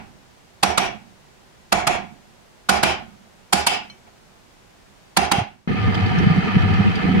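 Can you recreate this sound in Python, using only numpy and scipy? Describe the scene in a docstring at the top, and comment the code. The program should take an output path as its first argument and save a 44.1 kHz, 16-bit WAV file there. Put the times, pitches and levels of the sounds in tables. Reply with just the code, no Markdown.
"""In a small workshop, loose square tubes are still ringing from a hammer blow. Five double taps follow,
as a centre punch marks the steel angles lying on them: each blow cracks, thuds into the bench and sets
the tubes chattering. Before the last pair, steel clinks lightly and a hand nudges the stack.
The bench fades under two dull knocks. Then, abruptly, a drill press is boring the steel:
the motor hums, the vice shakes, the bit scrapes and chips snap off."""
import sys
import numpy as np
from scipy import signal
from scipy.fft import rfft, irfft
from scipy.io import wavfile
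from scipy.ndimage import uniform_filter1d

SR = 44100
rng = np.random.default_rng(int(sys.argv[2]) if len(sys.argv) > 2 else 0)


def unload_audio(sound):
    """Save the sound as a 16-bit wav file, at the path given as the first command line argument."""
    columns = np.transpose(np.atleast_2d(sound))
    # keep every value between -1 and 1, then stretch to whole-number steps
    steps = np.round(np.clip(columns, -1, 1) * 32767)
    wavfile.write(sys.argv[1], SR, steps.astype(np.int16))


N = 317520
TIME = np.arange(N) / SR
DRILL_START_S = 5.675


def amp(db):
    """Decibels to gain."""
    return 10 ** (np.asarray(db) / 20)


def unit(x):
    """Scales to rms 1."""
    return x / np.sqrt(np.mean(x ** 2) + 1e-20)


def curve(points, hz):
    """Interpolates a table over log frequency."""
    f, value = np.transpose(points)
    return np.interp(np.log(hz + 1), np.log(f + 1), value)


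def lifts(resonances, hz):
    """Gain in dB of a set of resonances."""
    return sum(db / (1 + (2 * (hz - f) / width) ** 2) for f, width, db in resonances)


def sides(balance, hz):
    """Constant-power left and right gains."""
    ratio = amp(curve(balance, hz)) ** 2
    return np.sqrt(2 * np.array([ratio, np.ones_like(ratio)]) / (1 + ratio))


def noise(size, spectrum, balance, resonances=(), tilt_db=0):
    """Coloured stereo noise, rms 1."""
    hz = np.fft.rfftfreq(size, 1 / SR)
    colour_db = curve(spectrum, hz) + lifts(resonances, hz) + tilt_db * np.log2(1 + hz / 1000)
    white = rfft(rng.standard_normal((2, size)))
    return unit(irfft(white * amp(colour_db) * sides(balance, hz), size))


def coloured(x, points):
    """Filters x by a dB curve; rms 1."""
    size = x.shape[-1]
    hz = np.fft.rfftfreq(size, 1 / SR)
    return unit(irfft(rfft(x) * amp(curve(points, hz)), size))


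def drift(rate_hz):
    """Smooth random motion, rms 1."""
    hz = np.fft.rfftfreq(N, 1 / SR)
    return unit(irfft(rfft(rng.standard_normal(N)) * np.exp(-(hz / rate_hz) ** 2), N))


# Each row: blow in s, rebound in s, crack in dB, clank in Hz, chatter in dB, thud in dB, rebound thud
# in dB, extra rebound rattle in dB, hum in dB, tilt in dB/octave, tube ring in Hz, note of the punched
# piece in Hz, note in dB. Levels are relative.
DOUBLE_TAPS = [(-.315, -0.173, -12, 1100, -21.5, -25, -25, 3, -44, -2.5, 770, 5680, -44),
               (0.6359, 0.782, -12, 1170, -22, -20.5, -25, 5.5, -36, -0.5, 760, 5670, -39),
               (1.7285, 1.8755, -12.5, 1170, -21.5, -25.5, -25.5, 2.5, -35.5, -1.4, 737, 2200, -39),
               (2.6965, 2.8363, -12.5, 1360, -19.5, -19.5, -20, 6, -32.5, 0, 765, 4890, -39),
               (3.5334, 3.6727, -12, 960, -22.5, -19.5, -38, 9.5, -41, 2.26, 840, 5000, -35.5),
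               (5.174, 5.321, -11, 970, -21, -18, -21.5, 6, -45, -1, 800, 4940, -49)]

def punching(crack_gain_db=3, chatter_gain_db=3, thud_gain_db=6, held_rattle_db=-2):
    """Two blows per mark; the rebound cracks weaker and higher, and the piece, jarred loose, rattles."""
    out, t = np.zeros((2, N)), np.arange(-SR // 50, SR * 39 // 50) / SR
    held_clang, free_clang = (660, 210, -3), (670, 75, 4.8)  # Hz, width in Hz, lift in dB
    for (blow_s, rebound_s, crack_db, clank_hz, chatter_db, thud_db, rebound_thud_db, rattle_db,
         hum_db, tilt_db, ring_hz, note_hz, note_db) in DOUBLE_TAPS:
        modes = steel_modes()
        mark = (hum_db, tilt_db, ring_hz, note_hz, note_db - chatter_db)
        crack_db += crack_gain_db
        chatter_db += chatter_gain_db
        first = blow(t, modes, crack_db, clank_hz, held_clang, chatter_db,
                     thud_db + thud_gain_db, held_rattle_db, *mark)
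        rebound = blow(t, modes, crack_db - 1.5, clank_hz * 1.097, free_clang, chatter_db - 0.08,
                       rebound_thud_db + thud_gain_db, held_rattle_db + rattle_db, *mark)
        add(out, blow_s + t[0], first)
        add(out, rebound_s + t[0], rebound)
    return out


def blow(t, modes, crack_db, clank_hz, clang, chatter_db, thud_db, rattle_db,
         hum_db, tilt_db, ring_hz, note_hz, note_db, boom_db=-18):
    """One blow excites the punch, the bench and the tubes."""
    bench = amp(thud_db) * (thud(t) + amp(boom_db) * boom(t))
    tubes = amp(chatter_db) * chatter(t, tilt_db, ring_hz, note_hz, note_db, rattle_db, modes)
    tubes += amp(hum_db) * stack_hum(t)
    return amp(crack_db) * crack(t, tilt_db, clank_hz, clang, modes) + bench + tubes


def steel_modes(spacing_hz=54.93, scatter_db=2.5):
    """Dense modes of random strength at one place on the steel, as a dB curve; flatter in the bass."""
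    hz = np.arange(0, SR / 2, spacing_hz)
    db = scatter_db * np.clip(hz / 3000, 0, 1.3) * rng.standard_normal(len(hz))
    return np.transpose([hz, db])


# Crack spectrum. Each row: frequency in Hz, density in dB.
CRACK_SPECTRUM = [(88, -25), (160, -8.5), (456, -13.5), (770, 2), (1000, -4.5), (1500, -6), (1850, -8.5),
                  (3080, -9.5), (3460, -10), (4730, -10), (5400, -16), (9500, -16.5), (13500, -31),
                  (15800, -47.5)]
# Each row: frequency in Hz, left minus right in dB.
CRACK_SIDES = [(100, 1), (350, -14.5), (700, -16), (1300, -3.5), (4400, -1), (15000, 1)]

def crack(t, tilt_db, clank_hz, clang, modes, rise_s=0.0062, fall_s=0.0054,
          ring_share=0.28, ring_t60_s=0.12, tick_db=-7, tick_s=0.0026):
    """Hammer on punch on steel: a clank of milliseconds, brightest at its peak, then a brief ring."""
    clank = noise(len(t), CRACK_SPECTRUM, CRACK_SIDES, [(clank_hz, 330, 8), clang], tilt_db)
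    clank = coloured(clank, modes)
    tick = noise(len(t), CRACK_SPECTRUM, CRACK_SIDES, tilt_db=7) * np.exp(-(t / tick_s) ** 2)
    swell = np.exp(-abs(t / rise_s) ** 3.34)
    collapse = (1 - ring_share) * np.exp(-(t / fall_s) ** 2)
    ring = ring_share * amp(-60 * abs(t) / ring_t60_s)
    return clank * np.where(t < 0, swell, collapse + ring) + amp(tick_db) * tick


# Chatter spectrum. Each row: frequency in Hz, density in dB.
CHATTER_SPECTRUM = [(40, -20), (110, -14.5), (260, -15.5), (520, -14), (640, -10), (1000, -10),
                    (1500, -14.5), (2600, -13), (3900, -23), (5200, -24), (7500, -29.5), (10800, -34),
                    (13000, -46.5), (14500, -73)]
# Each row: frequency in Hz, left minus right in dB.
CHATTER_SIDES = [(60, 6), (130, -9.5), (700, -12.5), (1300, 0.5), (4400, 1), (15000, -3.5)]
# Tubes and angles. Each row: centre in Hz, width in Hz, lift in dB.
TUBE_RESONANCES = [(213, 34, 5.5), (375.4, 59, 11.5), (719, 88, 10.5), (826, 100, 7.5), (1444, 46, 7.5),
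                   (2290, 83, 5), (3120, 70, 4.5), (3327, 65, 6), (4040, 90, 6), (5090, 200, -0.5),
                   (5860, 120, 9), (7000, 150, 9), (8500, 50, 8), (9140, 70, 6), (9550, 110, 7),
                   (10900, 280, 7)]
# Chatter decay. Each row: frequency in Hz, T60 in seconds.
CHATTER_T60 = [(100, 0.64), (210, 1), (330, 0.26), (750, 0.32), (1840, 0.35), (4850, 0.27), (12800, 0.068)]

def chatter(t, tilt_db, ring_hz, note_hz, note_db, rattle_db, modes,
            hold_s=0.077, sag_db_per_s=18, treble_sag_db_per_s=40):
    """The loose tubes rattle near full strength, then ring out, treble first."""
    struck_tube, loose_piece = (ring_hz, 71, 4), (2950, 1300, rattle_db)
    resonances = TUBE_RESONANCES + [struck_tube, loose_piece]
    tubes = noise(len(t), CHATTER_SPECTRUM, CHATTER_SIDES, resonances, tilt_db)
    note_band = lifts([(note_hz, 230, 1)], np.fft.rfftfreq(len(t), 1 / SR))
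    note = unit(irfft(rfft(rng.standard_normal((2, len(t)))) * note_band, len(t)))
    steel = coloured(tubes + amp(note_db) * note, modes)
    hz, frame_s, bands = signal.stft(steel, SR, nperseg=512)
    age = frame_s + t[0]
    treble = np.clip(hz / 10000, 0, 1)[:, None]
    sag_db = (sag_db_per_s + treble_sag_db_per_s * treble) * np.clip(age, 0, hold_s)
    decay_db = 60 * np.maximum(age - hold_s, 0) / curve(CHATTER_T60, hz)[:, None]
    ringing = signal.istft(bands * amp(-sag_db - decay_db), SR, nperseg=512)[1][:, :len(t)]
    return ringing * np.clip(t / 0.005 + 1, 0, 1)


def thud(t, t60_s=0.18, left_db=-12):
    """The bench gives under the blow: four low modes, stronger on the right."""
    age = np.maximum(t + 0.0029, 0)
    ring = sum(amp(db) * np.sin(2 * np.pi * (hz * rng.uniform(0.984, 1.006) * age + rng.random((2, 1))))
               for hz, db in [(195, 0), (150, -7), (245, -8), (330, -10)])
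    return ring * (1 - np.exp(-age / 0.0013)) * amp(-60 * age / t60_s) * amp([[left_db], [0]])


def boom(t, nominal_hz=74, peak_s=0.067, half_length_s=0.04):
    """The whole bench swings briefly under the load."""
    swell = np.exp(-((t - peak_s) / half_length_s) ** 2) * np.clip(t / .01, 0, 1)
    hz = nominal_hz * rng.uniform(.88, 1.13)
    phase = rng.random() + .15 * rng.standard_normal((2, 1))
    return swell * np.sin(2 * np.pi * (hz * t + phase))


# Hollow stack. Each row: mode in Hz, relative level in dB.
STACK_MODES = [(196, 0), (211, 0.5), (228, -1), (720, -6.5)]

def stack_hum(t, t60_s=0.93, left_db=-9):
    """Close low modes of the stack beat and hum on after the chatter."""
    age = np.maximum(t, 0)
    ring = sum(amp(db) * np.sin(2 * np.pi * (hz * age + rng.random((2, 1)))) for hz, db in STACK_MODES)
    return ring * (1 - np.exp(-age / 0.05)) * amp(-60 * age / t60_s) * amp([[left_db], [0]])


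# Vibration under the hand feed. Each row: time in seconds, frame drone and motor hum in relative dB.
VIBRATION = [(5.7, -23.5, -40), (5.87, -24.5, -19), (5.98, -26, -29), (6.3, -18, -26), (6.48, -23.5, -38),
             (6.6, -20, -22), (6.89, -19.5, -25), (7.01, -26.5, -38), (7.11, -17.5, -34)]
# Shaking frame. Each row: frequency in Hz, density in dB.
RUMBLE_SPECTRUM = [(20, -18), (50, -13), (80, -6), (130, -3.5), (200, 1), (260, -5.5), (330, -11),
                   (470, -11.5), (570, -31), (900, -65)]
# Belt and bearings. Each row: frequency in Hz, relative level in dB.
WHINE_TONES = [(400, -48.5), (473, -45), (1194, -45), (1288, -44), (1382, -56.5), (1746, -48), (2087, -44),
               (2584, -56)]
# Each row: frequency in Hz, left minus right in dB.
DRILL_SIDES = [(60, 1), (110, 3.5), (200, -2.5), (380, -8), (700, -9.5), (1290, -4.5), (2380, 2), (4400, 1),
               (8120, -2.5), (15000, 0)]

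def drill_press(flutter_db=3, throb_db=3, throb_hz=10):
    """Mains hum of the motor, throbbing drone and rumble of the frame, thin whine of the drive."""
    s, drone_db, hum_db = np.transpose(VIBRATION)
    hum_db, drone_db = np.interp(TIME, s, hum_db), np.interp(TIME, s, drone_db)
    drone_db += throb_db * np.cos(2 * np.pi * throb_hz * (TIME - DRILL_START_S))
    hum = amp(hum_db + 1.5 + flutter_db * drift(40)) * drill_tone(100.5, waver_hz=6.02, rate_hz=32)
    drone = amp(drone_db - 3 + flutter_db * drift(40)) * drill_tone(187, waver_hz=8.88, rate_hz=30.5)
    shaking_db = .5 * (drone_db - np.median(drone_db[TIME > DRILL_START_S])) + 3.9 * drift(30)
    rumble = amp(shaking_db - 23) * noise(N, RUMBLE_SPECTRUM, DRILL_SIDES)
    whine = sum(amp(db) * drill_tone(hz, waver_hz=9.05, rate_hz=39.8) for hz, db in WHINE_TONES)
    return hum + drone + rumble + amp(load_db() + 1.5) * whine


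def drill_tone(hz, waver_hz, rate_hz):
    """A tone of rms 1; its pitch wavers differently at each ear."""
    pitch_hz = hz + waver_hz * np.array([drift(rate_hz), drift(rate_hz)])
    turns = np.cumsum(pitch_hz, axis=1) / SR + rng.random((2, 1))
    return np.sqrt(2) * np.sin(2 * np.pi * turns) * sides(DRILL_SIDES, hz)[:, None]


def load_db(first_touch_db=-4.5, sink_s=.24):
    """Load relative to the full cut as the bit sinks in."""
    return np.interp(TIME - DRILL_START_S, [0, sink_s], [first_touch_db, 0])


# Cutting edge. Each row: frequency in Hz, density in dB.
CUTTING_SPECTRUM = [(300, -37), (570, -8.5), (850, -6), (1100, -10), (1300, -0.5), (1550, -7), (2100, -2.5),
                    (2800, -9.5), (3230, -8.5), (3500, -18), (4750, -18.5), (5150, -27.5), (6500, -32.5),
                    (14000, -49.5)]
# Vice and workpiece. Each row: centre in Hz, width in Hz, lift in dB.
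VICE_RESONANCES = [(751.5, 96, 14.5), (954, 59, 7), (1214, 28, 13.5), (1747, 106, 9), (2545, 75, 8.5),
                   (3050, 120, 6), (3660, 69, 6), (4110, 90, 7), (4710, 88, 4.5), (5670, 170, 9)]

def cutting(level_db=-27, grab_db=0.84, turn_db=0.36, turn_hz=27.8, churn_db=1.3):
    """The edge scrapes through the vice's resonances, grabbing unevenly and pulsing with each turn."""
    bite_db = load_db() + grab_db * drift(120) + turn_db * np.sin(2 * np.pi * turn_hz * TIME)
    bands = signal.stft(noise(N, CUTTING_SPECTRUM, DRILL_SIDES, VICE_RESONANCES), SR, nperseg=512)[2]
    # curling chips keep shifting the colour
    churn = uniform_filter1d(rng.standard_normal(bands.shape[1:]), size=6, axis=0)
    churn = unit(uniform_filter1d(churn, size=6, axis=1))
    scrape = signal.istft(bands * amp(churn_db * churn), SR, nperseg=512)[1][:, :N]
    return amp(level_db + bite_db) * unit(scrape)


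# Each row: peak time in seconds, level in dB, pitch in Hz, half length in seconds.
KNOCKS = [(5.386, -10, 150, 0.0032), (5.42, -19.5, 111, .01), (6.04, -12, 105.5, .022),
          (6.185, -12, 162, 0.0091), (6.272, -1.5, 165, 0.0046), (6.314, -6.5, 168.7, 0.012),
          (6.385, -7.5, 170, 0.0094), (6.569, -3.5, 155, 0.0042), (6.803, -7, 183, 0.0096),
          (6.88, -9, 199, 0.017)]

def knocks(spread_cycles=0.15):
    """Bench and vice knock dully: low shudders of a few cycles."""
    out, t = np.zeros((2, N)), np.arange(-SR // 20, SR // 20) / SR
    for s, db, hz, half_length_s in KNOCKS:
        phase = rng.random() + spread_cycles * rng.standard_normal((2, 1))
        swell = np.exp(-(t / half_length_s) ** 2)
        add(out, s + t[0], amp(db) * swell * np.cos(2 * np.pi * (hz * t + phase)))
    return out


# Each row: start in seconds, level in dB, pitch in Hz.
LARGE_CHIPS = [(5.944, -32, 4950), (5.95, -23.5, 3010), (6.061, -33, 4700), (6.185, -34, 5630),
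               (6.619, -40, 4800), (6.738, -34, 4700), (6.955, -28, 4800)]

def chips(t60_s=0.055, width_hz=450, ring_db=16, fine_per_s=5.6, fine_db=-46, fine_hz=4730):
    """Each chip snaps with a bright scratch; fine ones break at random among the large."""
    out, t = np.zeros((2, N)), np.arange(SR // 8) / SR
    snap_spectrum = [(800, -41), (3000, 8), (5000, -4), (8000, -16), (14000, -27)]  # Hz, dB
    fine_chips = [(s + rng.random() / fine_per_s,
                   fine_db + 8 * rng.uniform(-1, 1),
                   fine_hz * (1 + .12 * rng.uniform(-1.1, 1)))
                  for s in np.arange(DRILL_START_S, N / SR, 1 / fine_per_s)]
    for s, db, hz in LARGE_CHIPS + fine_chips:
        burst = noise(len(t), snap_spectrum, DRILL_SIDES, [(hz, width_hz, ring_db)])
        add(out, s, amp(db - 60 * t / t60_s) * (1 - np.exp(-t / 0.00062)) * burst)
    return out


# Each row: start in seconds, level in dB.
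CLINKS = [(3.899, -41)]
# Each row: mode in Hz, relative level in dB, T60 in seconds.
CLINK_MODES = [(2277, -4.5, 0.21), (3070, -1.5, 0.14), (4170, 8, 0.058), (5835, -10, 0.19)]

def clinks(touch_s=0.0036):
    """Steel touches steel: a soft tick rings on in a few clear modes."""
    out, t = np.zeros((2, N)), np.arange(SR // 2) / SR
    for s, level_db in CLINKS:
        ring = sum(amp(db - 60 * t / t60_s) * np.sin(2 * np.pi * (hz * t + rng.random((2, 1))))
                   for hz, db, t60_s in CLINK_MODES)
        touch = noise(len(t), CRACK_SPECTRUM, CRACK_SIDES, tilt_db=-4) * np.exp(-t / touch_s)
        add(out, s, amp(level_db) * (ring + touch) * (1 - np.exp(-t / 0.00061)))
    return out


# Each row: peak time in seconds, level in dB.
NUDGES = [(4.08, -49.5)]

def nudges(half_length_s=.022):
    """The tubes murmur, pushed by the hand setting the punch."""
    out, t = np.zeros((2, N)), np.arange(-SR // 10, SR // 10) / SR
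    for s, db in NUDGES:
        murmur = noise(len(t), CHATTER_SPECTRUM, CHATTER_SIDES, TUBE_RESONANCES, tilt_db=-4)
        add(out, s + t[0], amp(db) * np.exp(-(t / half_length_s) ** 2) * murmur)
    return out


# Room noise. Each row: frequency in Hz, density in dB.
AIR_SPECTRUM = [(15, -38.5), (25, -1.5), (91, -2), (205, -1.5), (248, -4.5), (291, -8), (382, -3.5),
                (414, -8), (750, -7), (1320, -12.5), (1470, -12), (6860, -21.5), (15800, -35)]
# Each row: frequency in Hz, left minus right in dB.
AIR_SIDES = [(60, -4.0), (180, -4), (550, -3.0), (1650, 0), (4970, 1), (15000, 0)]

def air(level_db=-51.5):
    """The steady quiet of the workshop."""
    return amp(level_db) * noise(N, AIR_SPECTRUM, AIR_SIDES)


def add(mix, start_s, sound):
    """Mixes a sound in at start_s, trimmed to fit."""
    start = round(start_s * SR)
    sound = sound[..., max(-start, 0):]
    part = mix[:, max(start, 0):][:, :sound.shape[-1]]
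    part += sound[..., :part.shape[1]]


def scene(fade_start_s=5.28, fade_db=-8):
    """The punching fades; the drill cuts in, already at work."""
    fade = amp(np.interp(TIME, [fade_start_s, DRILL_START_S], [0, fade_db]))
    drill_gate = np.clip((TIME - DRILL_START_S) / 0.00052, 0, 1)
    bench = air() + punching() + clinks() + nudges()
    return fade * bench + knocks() + drill_gate * (drill_press() + cutting() + chips())


def record(dry, ceiling=.95, cutoff_hz=15900):
    """Soft peak limiting, then a low-pass."""
    rounded = dry / (1 + (dry / ceiling) ** 4) ** .25
    low_pass = signal.firwin(401, cutoff_hz, window=("kaiser", 9), fs=SR)
    return signal.oaconvolve(rounded, low_pass[None], "same")


dry = scene()
out = record(dry)
unload_audio(out)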